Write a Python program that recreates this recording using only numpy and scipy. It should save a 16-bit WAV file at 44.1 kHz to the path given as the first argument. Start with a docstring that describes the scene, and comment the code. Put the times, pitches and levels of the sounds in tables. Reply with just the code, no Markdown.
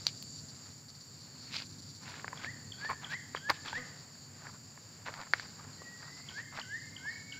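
"""Wading through a flooded forest

A tropical forest under water: distant rumble, airy noise and the wash of wading lie below a chorus band
of dense clicks, far insects with some wading rustle and its echo. One near insect buzzes in bursts of
ringing clicks; birds whistle as gliding sines, and one voice croaks. Loud knocks open the scene, then
feet wade: wet litter crackles as filtered noise, twigs snap as struck modes and mud plops as sinking
tones. Scattered echoes surround the birds and the feet."""
import sys
import numpy as np
from scipy import signal
from scipy.fft import rfft, irfft
from scipy.io import wavfile
from scipy.ndimage import uniform_filter1d

SR = 44100
rng = np.random.default_rng(int(sys.argv[2]) if len(sys.argv) > 2 else 0)


def field_ratio(decibels):
    """Amplitude ratio for a level in dB (20 dB per decade); scalars and array-likes work."""
    return 10 ** (np.asarray(decibels, dtype=float) / 20)


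def persist_wave(psi):
    """Save psi, clipped to +-1, as 16-bit WAV."""
    counts = np.round(np.clip(psi, -1, 1) * 32767).astype(np.int16)
    wavfile.write(sys.argv[1], SR, np.atleast_2d(counts).T)


N = 325899

# Slow swell of the background, before faster chance wavering:
# (time [s], rumble level [dB], level of the low chorus band, with wading rustle and its echo [dB],
# level of the high chorus band [dB], level of the airy noise and wading wash [dB])
SWELL = [(0.0, -53.5, -52, -58.5, -63.5), (0.3, -52.5, -56.5, -54, -64), (0.93, -58, -61.5, -61, -65),
         (1.48, -53, -57, -59.5, -65), (2.04, -54.5, -60.5, -59.5, -65), (2.24, -55.5, -58, -59.5, -60.5),
         (2.6, -53, -60.5, -58, -62), (3.0, -54.5, -62, -58, -62), (3.43, -56, -60.5, -59.5, -60.5),
         (3.7, -55, -56, -59, -58.5), (4.09, -56, -58.5, -60, -62.5), (4.82, -58, -63, -60, -65),
         (5.37, -57, -55, -60, -62.5), (5.7, -55, -59, -59, -58.5), (6.0, -57, -57.5, -59.5, -64),
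         (6.98, -55.5, -58.5, -59.5, -63), (7.39, -56, -59.5, -59.5, -66.5)]


def evened(x):
    """Normalises the mean power: scales to rms 1."""
    return x / np.sqrt(np.mean(x ** 2) + 1e-20)


def read(points, hz):
    """Interpolates a spectrum on a logarithmic frequency axis."""
    f, value = np.transpose(points)
    return np.interp(np.log(hz + 1), np.log(f + 1), value)


def along(rows, column):
    """Interpolates one column of a time curve linearly at every sample."""
    rows = np.array(rows)
    return np.interp(np.arange(N) / SR, rows[:, 0], rows[:, column])


def add(mix, s, sound):
    """Superposition: mixes a sound in from time s."""
    part = mix[round(s * SR):][:len(sound)]
    part += sound[:len(part)]


def colour(x, points):
    """Linear filtering: weights the spectrum of x by a curve in dB."""
    gain = field_ratio(read(points, np.fft.rfftfreq(len(x), 1 / SR)))
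    return irfft(rfft(x) * gain, len(x))


def split(x, hz):
    """Complementary filtering: the parts below and above hz add up to x."""
    low = signal.sosfiltfilt(signal.butter(4, hz, fs=SR, output="sos"), x)
    return low, x - low


def ring(x, hz, width):
    """Damped resonance: every click rings one mode, whose envelope starts at the click's height."""
    r, w = np.exp(-np.pi * width / SR), 2 * np.pi * hz / SR
    return signal.lfilter([0, np.sin(w)], [1, -2 * r * np.cos(w), r * r], x)


def steep(x, hz, width):
    """Two equal resonances in series give a softer start and darker flanks than one."""
    twice = ring(ring(x, hz, width), hz, width)
    return twice * 2 * (1 - np.exp(-np.pi * width / SR))


def clicks(per_s, spread_db):
    """Random impulse process: clicks of either sign at chance times, a few of them large."""
    draw = rng.random((N, 3))
    size = field_ratio(-spread_db * np.log(np.maximum(draw[:, 0], .004)))
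    return size * (draw[:, 1] < per_s / SR) * np.sign(draw[:, 2] - .5)


def wobble(per_s):
    """Slow random modulation of rms 1: straight lines between chance knots, per_s of them a second."""
    knots = rng.standard_normal(int(N / SR * 60) + 2)
    return evened(np.interp(np.arange(N) / SR * per_s, np.arange(len(knots)), knots))


def tone(hz, db, edge, overtone_db):
    """Phase integration: a gliding sine with a weak octave and soft ends; db is the sine's rms level."""
    turn = 2 * np.pi * np.cumsum(hz) / SR
    wave = np.sin(turn) + field_ratio(overtone_db) * np.sin(2 * turn)
    return np.sqrt(2) * field_ratio(db) * wave * signal.windows.tukey(len(hz), np.clip(edge, 0, 1))


def note(rows):
    """Interpolates a note's contour: its start time and each column at every sample."""
    s, *columns = np.transpose(rows)
    t = np.arange(s[0], s[-1], 1 / SR)
    return s[0], [np.interp(t, s, c) for c in columns]


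def forest(x):
    """Multiple scattering: trunks return sparse taps, each band decaying at its own speed."""
    # Decay of the echoes: (frequency [Hz], time to fall by 60 dB [s])
    decay = [(300, 0.093), (2000, 0.68), (4500, 0.83), (12000, 0.39)]
    taps = np.zeros(SR)
    at = np.arange(500, SR - 20, 20)
    taps[at + rng.integers(0, 20, len(at))] = rng.choice([-1., 1.], len(at))
    hz, t, z = signal.stft(taps, SR, nperseg=256)
    t60 = np.maximum(read(decay, hz), .02)[:, None]
    tail = signal.istft(z * field_ratio(-60 * t / t60), SR, nperseg=256)[1]
    return signal.fftconvolve(x, tail / np.linalg.norm(tail))[:N]


def distant_rumble():
    """Amplitude-modulated low noise: a distant rumble that heaves."""
    # Relative spectrum of the rumble: (frequency [Hz], density [dB per Hz])
    rumble_spectrum = [(15, -58), (25, -36), (32, -37), (54, -23), (67, -13), (78, -9.5), (87, -3.5),
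                       (102, 4.5), (119, -2.5), (150, 0.5), (197, -6.5), (233, -5.5), (271, -5.5),
                       (302, -13), (420, -20), (550, -26), (920, -120)]
    level_db = along(SWELL, 1) + 0.86 * wobble(9)
    return field_ratio(level_db) * evened(colour(rng.standard_normal(N), rumble_spectrum))


def airy_noise_and_wash():
    """Amplitude-modulated broad noise: airy forest noise and the wash of wading."""
    # Relative spectrum of the airy noise and wash: (frequency [Hz], density [dB per Hz])
    airy_spectrum = [(180, -55), (300, -5), (526, -2.5), (654, -5.5), (726, -4.5), (1720, -5.5),
                     (2890, -12), (3600, -19), (4680, -45), (7920, -120)]
    level_db = along(SWELL, 4) + 1.46 * wobble(6.6)
    return field_ratio(level_db) * evened(colour(rng.standard_normal(N), airy_spectrum))


def hums():
    """Frequency and amplitude modulation: faint low tones waver in pitch and level."""
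    # Hums before wavering: (frequency [Hz], level [dB], start [s], end [s])
    hum_rows = [(142.8, -67, 0.0046, 9.8), (650, -74.5, 0.08, .52)]
    out = np.zeros(N)
    for hz, db, start, end in hum_rows:
        count = round((end - start) * SR)
        pitch_waver, level_waver = wobble(7)[:count], wobble(28)[:count]
        wavering_hz = hz * (1 + .012 * pitch_waver)
        add(out, start, tone(wavering_hz, db + 3.4 * level_waver, edge=.1, overtone_db=-40))
    return out


def chorus():
    """Dense superposition: clicks merge in two bands, far insects and, in the low one, wading rustle."""
    # Relative spectrum of the chorus: (frequency [Hz], density [dB per Hz])
    chorus_spectrum = [(1940, -26.5), (3300, -18.5), (3810, -10), (4220, -8.5), (4320, -1.5), (4490, -4.5),
                       (4600, 4), (5110, -6), (5680, -7), (6100, -18), (6700, -4), (7130, 0), (7500, -3),
                       (8020, -28.5), (8400, -25.5), (10900, -37), (18500, -120)]
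    low, high = split(colour(clicks(9000, spread_db=1.5), chorus_spectrum), 6200)
    low_db = along(SWELL, 2) + 1.8 * wobble(16)  # also swells with the rustle and its echo
    high_db = along(SWELL, 3) + 0.26 * wobble(11)
    return evened(low) * field_ratio(low_db) + evened(high) * field_ratio(high_db)


def singer():
    """Quadrature modulation: noise shifted up to an insect's pitch swells slowly and drops away."""
    # Swells of the narrow band: (time of the peak [s], time of the rise [s], frequency [Hz], peak level [dB])
    swells = [(0.402, 0.32, 4600, -55), (1.498, 0.34, 4400, -55.5), (2.898, 0.17, 4520, -50),
              (4.24, 0.094, 4490, -57)]
    rise_db, fall_db_per_s, rest_db = 6, 200, -71.5  # rise_db is gained in each time of the rise
    a, b = signal.sosfilt(signal.butter(2, 130, fs=SR, output="sos"), rng.standard_normal((2, N)))
    t = np.arange(N) / SR
    s, rise, hz, db = np.transpose(swells)[:, :, None]
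    level_db = db - np.maximum(rise_db * (s - t) / rise, fall_db_per_s * (t - s))
    turn = 2 * np.pi * np.cumsum(np.interp(t, s[:, 0], hz[:, 0])) / SR
    fuzzy_whistle = evened(a * np.cos(turn) + b * np.sin(turn))
    return field_ratio(np.maximum(level_db.max(0), rest_db)) * fuzzy_whistle


def far_birds():
    """Random modulation in propagation: a long whistle and slurs flutter on their way through the trees."""
    # Long whistle before its flutter: (time [s], frequency [Hz], level [dB])
    far_whistle = [(5.77, 1915, -63.5), (6.05, 1893, -58.5), (6.1, 1990, -65.5), (6.25, 2185, -68),
                   (6.45, 2090, -67), (6.62, 2020, -70), (6.7, 2032, -61), (6.95, 2115, -64.5),
                   (7.17, 2221, -59.5), (7.39, 2200, -66)]
    # Falling slurs of a small bird, before the flutter:
    # (time [s], length [s], first frequency [Hz], last frequency [Hz], level [dB])
    slurs = [(5.70, .055, 5200, 3900, -61), (6.125, .065, 5700, 4000, -59), (7.055, .075, 5800, 3700, -57)]
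    out = np.zeros(N)
    s, (hz, db) = note(far_whistle)
    flutter_db = 4 * wobble(58)
    trembling_hz = hz * (1 + 0.0118 * wobble(40)[:len(hz)])
    add(out, s, tone(trembling_hz, db + flutter_db[:len(hz)], edge=0.017, overtone_db=-41))
    for s, length, first_hz, last_hz, db in slurs:
        count = round(length * SR)
        falling_hz = np.geomspace(first_hz, last_hz, count)
        add(out, s, tone(falling_hz, db + flutter_db[:count], edge=.5, overtone_db=-40))
    return out


def croak():
    """Source and filter: regular pulses excite two resonances and die away."""
    # The croak: (time [s], length [s], pulse rate [Hz], level before the fade [dB])
    s, length, hz, db = (3.762, .11, 248, -49)
    # Resonances of the body: (frequency [Hz], width [Hz], relative gain [dB])
    body_modes = [(560, 180, 6), (1320, 170, 1.5)]
    fade_db = 22
    out = np.zeros(N)
    u = np.linspace(0, 1, round(length * SR))
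    pulses = np.diff(np.floor(u * length * hz), prepend=0)
    body = sum(field_ratio(gain_db) * ring(pulses, f, width) for f, width, gain_db in body_modes)
    add(out, s, field_ratio(db - fade_db * u ** 2) * evened(body) * signal.windows.tukey(len(u), .3))
    return out


def near_insect():
    """Impulsive excitation of resonances: short runs of regular clicks ring the tymbal's modes."""
    # Bursts: (time of the first click [s], level before the modes' gains [dB])
    bursts = [(0.033, -61), (0.165, -62), (0.267, -66), (0.355, -66), (0.3802, -58.5), (0.4853, -57),
              (0.548, -62), (0.652, -64), (0.7043, -63), (0.7786, -64), (0.8843, -59), (0.946, -62.5),
              (1.0053, -61), (1.2054, -63), (1.4245, -61), (1.65, -59), (1.693, -60), (1.724, -61.5),
              (1.7846, -60), (1.822, -60.5), (1.8914, -58), (1.95, -58.5), (2.025, -60), (2.09, -58)]
    # Modes of the tymbal: (frequency [Hz], width [Hz], gain [dB])
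    tymbal = [(4550, 810, 21), (5750, 420, 12), (9860, 1300, 3.5)]
    burst_clicks, clicks_per_s = 5, 216.6
    drive, at = np.zeros(N), np.arange(burst_clicks) / clicks_per_s
    for (s, db), wander in zip(bursts, rng.standard_normal((len(bursts), burst_clicks))):
        drive[np.round((s + at) * SR).astype(int)] += field_ratio(db + 1.1 * wander)
    # two ribs buckle in turn, 9 samples apart
    drive = np.convolve(drive, [.6, 0, 0, 0, 0, 0, 0, 0, 0, .8], "same")
    return sum(field_ratio(db) * steep(drive, hz, width) for hz, width, db in tymbal)


def near_bird():
    """Frequency glides: a falling chip swoops down, then a whistle climbs steadily, swells and stops."""
    # Rising whistles: (time of the peak [s], frequency at the peak [Hz], peak level [dB],
    # time of the rise [s], climb [Hz per s])
    whistles = [(2.480, 1835, -41.5, 0.056, 8050), (2.855, 1750, -38, 0.075, 3770),
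                (3.137, 1870, -37.5, 0.063, 9500), (3.482, 1728, -40, 0.077, 3020),
                (3.763, 1830, -36.5, 0.053, 9920), (6.386, 1770, -40.5, 0.064, 6880),
                (6.749, 1803, -38.5, 0.099, 4190), (7.086, 1794, -37.5, 0.082, 4600),
                (7.43, 1743, -48, 0.12, 4400)]
    # Falling chips: (time near the peak [s], peak level [dB], middle frequency [Hz],
    # swoop level relative to the chip [dB])
    chips = [(2.376, -42.5, 3350, -12), (2.7217, -36.5, 3290, -25), (3.046, -34.5, 3250, -17.5),
             (3.3644, -36.5, 3180, -28), (3.6845, -37, 3230, -30), (6.289, -37.5, 3180, -20),
             (6.6154, -37, 3000, -16.5), (6.966, -38, 3090, -22), (7.3242, -37, 3000, -17)]
    rise_db, fall_db, fall_s = 19.5, 17.5, 0.035
    low_hz, knee_hz = 1473, 50  # the climb leaves the low pitch softly
    swell_share = .8  # the last share of the rise swells
    swoop_s, sink_s = .024, .004  # the swoop levels out near the low pitch
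    out, u = np.zeros(N), np.linspace(0, 1, 440)
    for s, hz, db, rise, climb in whistles:
        t = np.arange(-rise, fall_s, 1 / SR)
        before_db = rise_db * (-t / rise / swell_share).clip(0, 1) ** 1.33
        after_db = fall_db * (t / fall_s) ** 2
        loss_db = np.where(t < 0, before_db, after_db)
        climbing_hz = knee_hz * np.logaddexp((hz + climb * t) / knee_hz, low_hz / knee_hz)
        add(out, s - rise, tone(climbing_hz, db - loss_db, edge=0.067, overtone_db=-30))
    glide = 1.14 - .28 * u
    arch_db = -130 * (u - .5) ** 2  # loudest halfway down
    sink = np.exp(-np.arange(0, swoop_s, 1 / SR) / sink_s)
    for s, db, hz, swoop_db in chips:
        chip = tone(hz * glide, db + arch_db, edge=0.29, overtone_db=-40) / np.sqrt(2)
        swoop = tone(low_hz + 0.424 * hz * sink, db + swoop_db, edge=0.13, overtone_db=-40)
        add(out, s - .004, chip)
        add(out, s + 0.0071, swoop)
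    return out


def plops():
    """Release of trapped air: mud underfoot lets it go with a short, sputtering tone that sinks."""
    # Plops before sputtering: (time [s], length [s], first frequency [Hz], last frequency [Hz], level [dB])
    plop_rows = [(2.328, .01, 1100, 930, -40.5), (2.889, 0.025, 1230, 980, -33.5),
                 (2.914, 0.0063, 1050, 900, -33.5), (3.726, 0.013, 960, 850, -42.5),
                 (6.583, 0.0147, 1065, 890, -46), (7.046, 0.019, 1020, 950, -53.5)]
    out = np.zeros(N)
    sputter_db = 3.5 * uniform_filter1d(rng.standard_normal(N), 60) * np.sqrt(60)
    for s, length, first_hz, last_hz, db in plop_rows:
        sinking_hz = np.geomspace(first_hz, last_hz, round(length * SR))
        add(out, s, tone(sinking_hz, db, edge=1.0, overtone_db=-13.5))
    return out * field_ratio(sputter_db)


def rustle():
    """Crackle noise: clumped grains over a wet wash; the drier the litter, the stronger the upper bands."""
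    # Crunches of wading, before the band offsets:
    # (time [s], nominal length [s], body level [dB], brightness: treble over body [dB])
    crunches = [(0.063, 0.023, -75.5, 28.5), (0.653, 0.05, -67.5, -4), (1.406, 0.12, -66.5, -3),
                (1.503, 0.13, -59, 9.5), (2.004, 0.11, -60.5, -3), (2.038, 0.2, -57, -2),
                (2.34, 0.1, -56.5, -5), (2.437, 0.02, -52.5, -2.5), (2.773, 0.12, -58.5, -5),
                (2.892, 0.04, -44.5, -15.5), (3.003, 0.082, -57, -2), (3.097, 0.04, -54.5, 5),
                (3.337, 0.04, -51, -5), (3.492, 0.017, -35, -15), (3.52, 0.05, -73, 17),
                (3.645, 0.057, -51, -4.5), (3.703, 0.093, -57.5, 3), (4.396, 0.11, -55.5, -14),
                (4.53, 0.026, -59.5, -32), (5.053, 0.046, -49.5, -8), (5.1, 0.15, -53, -10.5),
                (5.254, 0.012, -56, -14), (5.341, 0.011, -55, 0), (5.367, 0.046, -69, 16.5),
                (5.422, 0.03, -60.5, -4), (5.54, 0.19, -59.5, -15), (5.984, 0.12, -57, -18),
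                (6.167, 0.036, -58, -11), (6.259, 0.065, -58, -3), (6.375, 0.029, -55.5, -3),
                (6.512, 0.052, -56, -12), (6.557, 0.049, -49, -4), (7.309, 0.072, -71, 10)]
    # Relative spectrum of the grains: (frequency [Hz], gain [dB])
    grain_spectrum = [(400, -9), (1000, 2.8), (1500, 3), (2300, -1.5), (3200, -18.5), (4600, -18.5),
                      (6500, -30.5), (12000, -35)]
    # Body, middle, treble and top bands: (share of the brightness [1], offset [dB])
    bands = [(0, 1.5), (.6, -4), (1, 2), (1, -21.5)]
    clump_db = 2.5  # each band clumps on its own
    crackle = evened(clicks(1500, spread_db=2.5)) * field_ratio(1.2 * wobble(60))
    wash = .3 * rng.standard_normal(N)
    body, rest = split(colour(crackle + wash, grain_spectrum), 1880)
    middle, rest = split(rest, 3050)
    treble, top = split(rest, 7060)
    strength = np.zeros((4, N))
    for s, length, db, bright_db in crunches:
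        swell = signal.windows.tukey(round((length + 0.032) * SR), .7)
        for band, (share, band_db) in zip(strength, bands):
            add(band, s - .01, field_ratio(db + share * bright_db + band_db) * swell)
    parts = zip(strength, (body, middle, treble, top))
    return sum(gain * evened(part * field_ratio(clump_db * wobble(55))) for gain, part in parts)


def snaps():
    """Modal excitation: a crack and its splinters ring most the modes favoured by the twig's size."""
    # Snaps and knocks: (time near the peak [s], peak level before the high-pass [dB],
    # frequency set by the twig's size [Hz], fall below it [dB per octave], fall above it [dB per octave])
    snap_rows = [(0.068, -12, 5270, 28, 12), (0.0814, -27, 4700, 27, 22), (.226, -30.5, 4550, 26, -4.5),
                 (1.5429, -29.5, 3970, 12, 42), (1.5667, -23.5, 3600, 32, 26), (1.602, -32, 4050, 8, 24),
                 (1.622, -31, 3300, 32, 17), (2.141, -38, 2050, 19, 14), (2.1968, -37, 1930, 18, 13),
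                 (2.2447, -27.5, 1340, 12, 38), (2.2802, -24.5, 1450, 24, 10.5),
                 (2.3296, -32, 1340, 16, 22), (2.446, -27, 2150, 34, 24), (2.8488, -25, 1290, 1, 7),
                 (2.8997, -25, 1080, 4, 15), (2.9101, -23.5, 1000, 3, 13), (2.931, -34, 1000, 14, 24),
                 (3.1254, -28, 1720, 35, 16), (3.349, -21, 1100, -10, 19.5), (3.3724, -32, 1400, 7, 8),
                 (3.497, -19.5, 1700, 10, 16), (3.5003, -11, 4600, -2, 1.5), (3.504, -17, 1100, 21, 23),
                 (3.509, -34, 9000, 6, -2), (3.515, -50, 1300, 8, 16), (3.6608, -32, 1770, 5, 2.5),
                 (3.7302, -33, 1390, 10, 22), (4.1534, -46, 1500, -12, 7), (4.4694, -35, 1510, 31, 20),
                 (4.776, -40.5, 1270, 16, 22), (5.0841, -28.5, 1400, 2, 23), (5.0927, -31.5, 740, -1, 28),
                 (5.14, -30.5, 1900, 12, 5), (5.2144, -36.5, 4600, 10, 5), (5.195, -39, 1500, 14, 7.9),
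                 (5.234, -37, 1290, 10, 12), (5.269, -44, 1320, 20, 33), (5.3362, -10, 1770, 49, 9),
                 (5.3975, -28, 1840, 33, 10), (5.819, -35, 600, -21, 10), (6.0296, -37.5, 1900, 18, 14),
                 (6.389, -34.5, 1830, 20, 7), (6.5883, -28, 1370, 5, 35), (6.5975, -29.5, 4600, 10, 20)]
    # Modes that a snap rings: (frequency [Hz], width [Hz], relative gain [dB])
    snap_modes = [(600, 920, -10.5), (1100, 380, -2), (1770, 500, 10), (2090, 420, 2.5), (3530, 360, -4),
                  (4600, 970, 17), (6080, 700, 5.5), (9700, 2000, 3.5), (14000, 2000, 6)]
    out, t = np.zeros(N), np.arange(900) / SR
    chance = rng.standard_normal((len(snap_rows), 900))
    for (s, db, size_hz, below_db, above_db), splinters in zip(snap_rows, chance):
        scatter = 0.038 * splinters * field_ratio(-60 * t / 0.022)
        crack = scatter - np.exp(-t / .00006) / 3  # the break takes a moment
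        octaves = np.log2([mode[0] / size_hz for mode in snap_modes])
        falls_db = np.maximum(-below_db * octaves, above_db * octaves)
        rung = sum(field_ratio(gain_db - fall) * steep(crack, hz, width)
                   for (hz, width, gain_db), fall in zip(snap_modes, falls_db))
        add(out, s - .0004, field_ratio(db) * rung / abs(rung).max())
    # the snaps carry no bass below about 380 Hz
    return signal.sosfilt(signal.butter(3, 380, "high", fs=SR, output="sos"), out)


def scene():
    """Superposition: all sources and their echoes reach both channels alike."""
    bird, far, feet = near_bird(), far_birds() + croak(), snaps() + plops()
    echoes = forest(field_ratio(-8.5) * bird + far + field_ratio(-25) * feet)
    background = distant_rumble() + airy_noise_and_wash() + hums() + chorus() + singer()
    mid = background + near_insect() + rustle() + bird + far + feet + echoes
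    return np.array([mid, mid])


def roll_off(x):
    """The treble ends steeply here."""
    return signal.sosfilt(signal.butter(12, 16490, fs=SR, output="sos"), x)


def record(dry):
    """Additive self-noise: the microphone adds hiss, partly of opposite sign in the two channels."""
    # Relative spectrum of the common hiss: (frequency [Hz], density [dB per Hz])
    hiss_spectrum = [(4710, -31), (8000, -3), (8630, -23), (10000, -10), (12900, -9.5), (14700, -7.5),
                     (15300, -5.5), (16000, -35)]
    # Relative spectrum of the left-right difference: (frequency [Hz], density [dB per Hz])
    side_spectrum = [(15, -54), (25, -20), (114, -13), (200, -1.5), (531, -3), (624, -3), (840, -4),
                     (1790, -5.5), (2910, -7.5), (5430, -10), (7310, -15), (7920, -18), (16000, -13.5)]
    hiss_db, side_db = -73, -68  # rms
    hiss = field_ratio(hiss_db) * evened(colour(rng.standard_normal(N), hiss_spectrum))
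    side = field_ratio(side_db) * evened(colour(rng.standard_normal(N), side_spectrum))
    mix = dry + hiss + np.array([side, -side])
    return roll_off(mix)


dry = scene()
out = record(dry)
persist_wave(out)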